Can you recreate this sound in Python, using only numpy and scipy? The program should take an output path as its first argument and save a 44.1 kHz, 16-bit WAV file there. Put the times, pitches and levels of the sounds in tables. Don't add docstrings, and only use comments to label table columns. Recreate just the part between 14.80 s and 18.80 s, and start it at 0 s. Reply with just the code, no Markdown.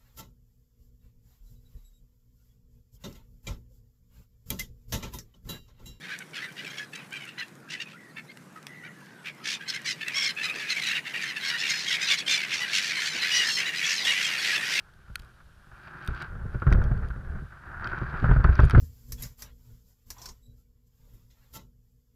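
import sys
import numpy as np
from scipy import signal
from scipy.fft import rfft, irfft
from scipy.io import wavfile
from scipy.ndimage import uniform_filter1d

SR = 44100
rng = np.random.default_rng(int(sys.argv[2]) if len(sys.argv) > 2 else 0)


def invert_db(level):
    return 10 ** (np.asarray(level, dtype=float) / 20)


def digitize_waveform(pressure):
    field = np.atleast_2d(pressure).T
    bounded = np.clip(field, -1, 1)
    quanta = np.round(bounded * 32767).astype(np.int16)
    wavfile.write(sys.argv[1], SR, quanta)


N = 176400
PORT_HZ = 2020


def unit(x):
    return x / np.sqrt(np.mean(x ** 2))


def resonate(x, peaks):
    out = np.zeros(len(x))
    for k, (hz, width_hz, db) in enumerate(peaks):
        b, a = signal.iirpeak(hz, hz / width_hz, SR)
        out += (-1) ** k * invert_db(db) * signal.lfilter(b, a, x)
    return out


def muffle(x, hz):
    return signal.lfilter(*signal.butter(2, hz, fs=SR), x)


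def colour(points):
    hz, db = np.array(points).T
    log_f = np.log(np.maximum(np.arange(N // 2 + 1) * SR / N, 8))
    gain = invert_db(np.interp(log_f, np.log(hz), db, right=-90))
    return unit(irfft(rfft(rng.standard_normal(N)) * gain, N))


def walk(rate_hz):
    hold = int(SR / rate_hz)
    steps = np.repeat(rng.standard_normal(N // hold + 1), hold)
    return unit(uniform_filter1d(uniform_filter1d(steps, hold), hold)[:N])


def decay(t, t60_s):
    return np.exp(-np.log(1000) * t / t60_s)


def ring(modes, t, chance, tilt_db=0, scatter_db=4.5, spread=0.061):
    hz, db, t60_s = np.array(modes).T[:, :, None]
    weigh, detune = chance[:len(hz), None], chance[8:8 + len(hz), None]
    level_db = db + tilt_db * np.log2(hz / hz[1]) + scatter_db * weigh
    gain = np.sign(weigh * detune) * invert_db(level_db)
    tone = np.sin(2 * np.pi * hz * (1 + spread * detune) * t)
    return np.sum(gain * decay(t, t60_s) * tone, axis=0)


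def add(out, s, x):
    i = int(s * SR)
    out[i:i + len(x)] += x[:N - i]


def motion(column):
    # t/s, rush level/dB, grit re rush/dB, shake level/dB
    moves = [(0, -63, -17, -57.5), (.78, -64, -18, -55.5), (1.12, -49, -18.5, -55.5),
             (1.3, -45, -15.5, -56), (1.47, -44.5, -18, -48.5), (1.52, -55, -27, -38),
             (1.8, -50, -19.5, -38.5), (1.949, -42.5, -25, -21.5), (2.25, -53, -22, -35),
             (2.62, -53, -25, -37), (2.68, -56.5, -20, -56.5), (2.9, -48, -27.5, -48.5),
             (3.15, -37, -24.5, -38), (3.38, -42, -20.5, -38), (3.5, -36.5, -29.5, -23.5),
             (3.75, -41, -17, -31.5), (4, -43, -16, -29.5)]
    points = np.array(moves)
    return np.interp(np.arange(N) / SR, points[:, 0], points[:, column])


def recorder_hiss():
    # f/Hz, density/dB
    hiss_spectrum = [(200, 6.5), (600, 8), (2000, -1), (3200, 3.5), (5000, -2), (7500, -6.5), (13000, -9),
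                     (15700, -20)]
    # f/Hz, width/Hz, level/dB
    whines = [(9850, 450, 6.5), (12650, 40, 1.5), (13130, 60, 1.5)]
    hiss = colour(hiss_spectrum) + invert_db(-8.5) * resonate(rng.standard_normal(N), whines)
    return invert_db(-69 + 0.48 * walk(6.6)) * hiss


def rush():
    # f/Hz, width/Hz, level/dB
    housing = [(135, 33, 3), (371.3, 29, -4.5), (710, 920, -14.5), (1242, 268, -1), (1375, 108, 5.24),
               (1569, 200, 2.36), (1950, 620, -17)]
    # f/Hz, width/Hz, level/dB
    grit_peaks = [(2310, 380, 5.5), (3370, 370, 1.5), (3670, 550, -1.7), (4710, 300, -0.5),
                  (5400, 900, -11)]
    grains_per_s, scatter_db, grain_db, grain_cap = 900, 4.0, -2, 3
    swell_db, flicker_db = 1.2, 2

    hit = rng.random(N) < grains_per_s / SR
    size = np.minimum(rng.exponential(size=N), grain_cap)
    grains = unit(hit * rng.standard_normal(N) * invert_db(scatter_db * size))
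    drive = rng.standard_normal(N) + invert_db(grain_db) * grains
    shared = walk(16.)

    air_drive = drive * invert_db(swell_db * shared + flicker_db * walk(40.))
    air = unit(muffle(resonate(air_drive, housing), PORT_HZ))

    grit_drive = (drive + .6 * grains) * invert_db(1.8 * shared + 2.3 * walk(45.))
    grit = resonate(resonate(grit_drive, grit_peaks), [(3500, 5200, 0)])
    grit = unit(muffle(grit, 5200))
    return invert_db(motion(column=1) + 2.5) * (air + invert_db(motion(column=2)) * grit)


def shake():
    # f/Hz, level/dB
    tremor = [(20, 5.5), (40, -2.8), (65, 0.5), (140, -8.5), (210, -17.5), (290, -31.5), (400, -25),
              (900, -35.5)]
    surge_db = 2.5
    return invert_db(motion(column=3) + 3.5) * unit(colour(tremor) * invert_db(surge_db * walk(14.)))


def ticks():
    # t/s, level/dB, treble re shell/dB, body re shell/dB
    tick_events = [(.137, -55, -18, 6), (0.3565, -18, -16, -10.5), (.3934, -48, -9.5, -12),
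                   (0.3975, -38, -15, -11), (0.4206, -44.5, -12.5, -11), (.4476, -49.5, -14.5, -9),
                   (1.2242, -47, -24.5, -1), (1.249, -52, -7, -8), (1.2633, -45, -12, -8),
                   (1.2762, -30, -12, -14), (1.349, -44.5, -24.5, 1.5), (1.4222, -36.5, -14.5, -3),
                   (1.8, -48, -30, 1.5), (1.9047, -43.5, -28.5, 2), (1.926, -27.5, -27, 9.5),
                   (1.9342, -34.5, -31, 3), (2.0401, -38.5, -17.5, -6), (2.177, -50, -29, -3),
                   (2.286, -47, -17, -2), (2.3044, -50, -19.5, -3), (3.044, -34, -45, -4),
                   (3.0732, -32.5, -27.5, 3), (3.1867, -43, -36, -3.5), (3.6408, -35, -32, 3.5),
                   (3.754, -34, -23.5, 1.5), (3.803, -37, -18, 2), (3.8432, -33, -18, 5),
                   (3.8526, -42.5, -7.5, 1), (3.898, -31.5, -18, 15), (3.909, -26, -23, 6.5)]
    # f/Hz, level/dB, t60/s
    shell_modes = [(2540, -4, 0.0093), (3160, -3, 0.011), (3750, -2.2, 0.0086), (4620, -3.7, 0.0085),
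                   (5600, -6, 0.0048)]
    # f/Hz, level/dB, t60/s
    treble_modes = [(6800, -3.5, 0.0058), (8100, -2.5, .004), (9600, 2, 0.0042), (11100, -5, 0.0032),
                    (12700, -6, 0.0045), (14600, -9, .003)]
    # f/Hz, level/dB, t60/s
    body_modes = [(1374, 0.5, .016), (1550, -1.6, 0.016), (1960, -7.5, 0.011)]
    tick_db = -0.64

    out, t = np.zeros(N), np.arange(SR // 20) / SR
    chances = rng.standard_normal((len(tick_events), 180))
    for (s, db, treble_db, body_db), c in zip(tick_events, chances):
        crack = .16 * c[48:] * np.exp(-np.arange(132) / 58.0)
        crack[0] = 1
        layers = (ring(shell_modes, t, c[:16], scatter_db=1.6, spread=0.026),
                  ring(treble_modes, t, c[16:32]),
                  ring(body_modes, t, c[32:48], scatter_db=2.1, spread=.02))
        cracked = [np.convolve(layer, crack) for layer in layers]
        shell, treble, body = [x / np.abs(x).max() for x in cracked]
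        add(out, s, invert_db(db + tick_db) * (shell + invert_db(treble_db + 8) * treble + invert_db(body_db) * body))
    return signal.lfilter(*signal.butter(2, 950, "high", fs=SR), out)


def bumps():
    # t/s, level/dB, rattle re bump/dB, stiffness/0-1
    bump_events = [(0.278, -40, -27, 0.34), (0.297, -34.5, -18, 0.5), (0.395, -36, -23, 0.23),
                   (0.869, -43, -12, 0.8), (0.915, -42.5, -3, 0.4), (1.069, -42.5, 3.5, 0.45),
                   (1.284, -16, -16, 0.31), (1.308, -22.5, -21, 0.15), (1.551, -26.5, -18, 0.42),
                   (1.588, -31, -20, 0.3), (1.647, -24, -29, 0.67), (1.744, -18.5, -15.5, 0.7),
                   (1.819, -22.5, -4.5, 0.96), (1.866, -7.5, -15.5, 0.52), (1.914, -8.5, -18, 0.5),
                   (1.944, -9.5, -19, 0.37), (1.979, -17, -24, 0.87), (2.014, -22.5, -7.5, 0.76),
                   (2.112, -12, -21, 0.52), (2.199, -37.5, -9, 0.7), (2.301, -21, -15.5, 0.26),
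                   (2.359, -29, -13, 0.74), (2.45, -41, -18, 0.3), (2.551, -28, -13.5, 0.87),
                   (2.618, -30, -35, 0.7),
                   (3.081, -37, -0.5, 0.58), (3.129, -30, -2, 0.89), (3.214, -20.5, -12.5, 0.84),
            (3.339, -23, -6, 0.45), (3.425, -16.5, -16, 0.86), (3.44, -9.5, -12.5, 0.61),
            (3.489, -6, -17.5, 0.41), (3.509, -6.5, -13.5, 0.46), (3.56, -8, -18, 0.39),
            (3.594, -13, -23.5, 0.36), (3.642, -3.5, -12, 0.47), (3.686, -5.5, -21, 0.21),
            (3.79, -2, -11.5, 0.45), (3.829, -1, -30, 0.36), (3.933, -10, -28.5, 0.7),
            (3.947, -4, -12.5, 0.42), (3.974, -3.5, -24.5, 0.54)]
    # f/Hz, level/dB, t60/s
    board_modes = [(37.9, -3, 0.17), (60.6, -2, 0.21), (94.4, -5, 0.17), (129.1, -2.5, 0.16),
                   (166, -7.5, 0.098), (224.5, -13, 0.086), (370, -19, 0.1), (550, -17.5, .05)]
    push_s, rise_s, rattle_t60_s, knock_t60_s = 0.0029, 0.0016, 0.058, .08
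    bump_db, rattle_gain_db, knock_db = -1.5, 3.5, -15

    low, rattle, knock = np.zeros((3, N))
    t = np.arange(SR // 2) / SR
    push = np.hanning(max(int(push_s * SR), 3))
    rise = 1 - np.exp(-t / rise_s)
    rows = bump_events
    chances = rng.standard_normal((len(rows), 16))
    for (s, db, rattle_db, stiff), chance in zip(rows, chances):
        modes = ring(board_modes, t, chance, tilt_db=18 * (stiff - .5), scatter_db=2.24)
        x = signal.fftconvolve(modes, push)
        add(low, s, invert_db(db + bump_db) * x / np.abs(x).max())
        add(rattle, s, invert_db(db + rattle_db + rattle_gain_db) * rise * decay(t, rattle_t60_s))
        add(knock, s, invert_db(db + knock_db + 14 * (stiff - 1.0)) * rise * decay(t, knock_t60_s))

    buzz = resonate(rattle * rng.standard_normal(N), [(1430, 250, 15.9), (840, 1050, 2.1)])
    thud = resonate(knock * rng.standard_normal(N),
                    [(236, 102.6, 19.05), (391, 145, 20.7), (640, 155, 14.1)])
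    return low + muffle(buzz, PORT_HZ) + thud


def scene():
    return (recorder_hiss() + rush() + shake() + ticks() + bumps())[None]


def band_limit(x):
    return signal.sosfilt(signal.butter(12, 15300, fs=SR, output="sos"), x)


def record(dry):
    low_cut_hz, ceiling = 20.3, 2.3
    x = signal.lfilter(*signal.butter(2, low_cut_hz, "high", fs=SR), dry)
    mix = ceiling * np.tanh(x / ceiling)
    return band_limit(mix)


dry = scene()
out = record(dry)
digitize_waveform(out)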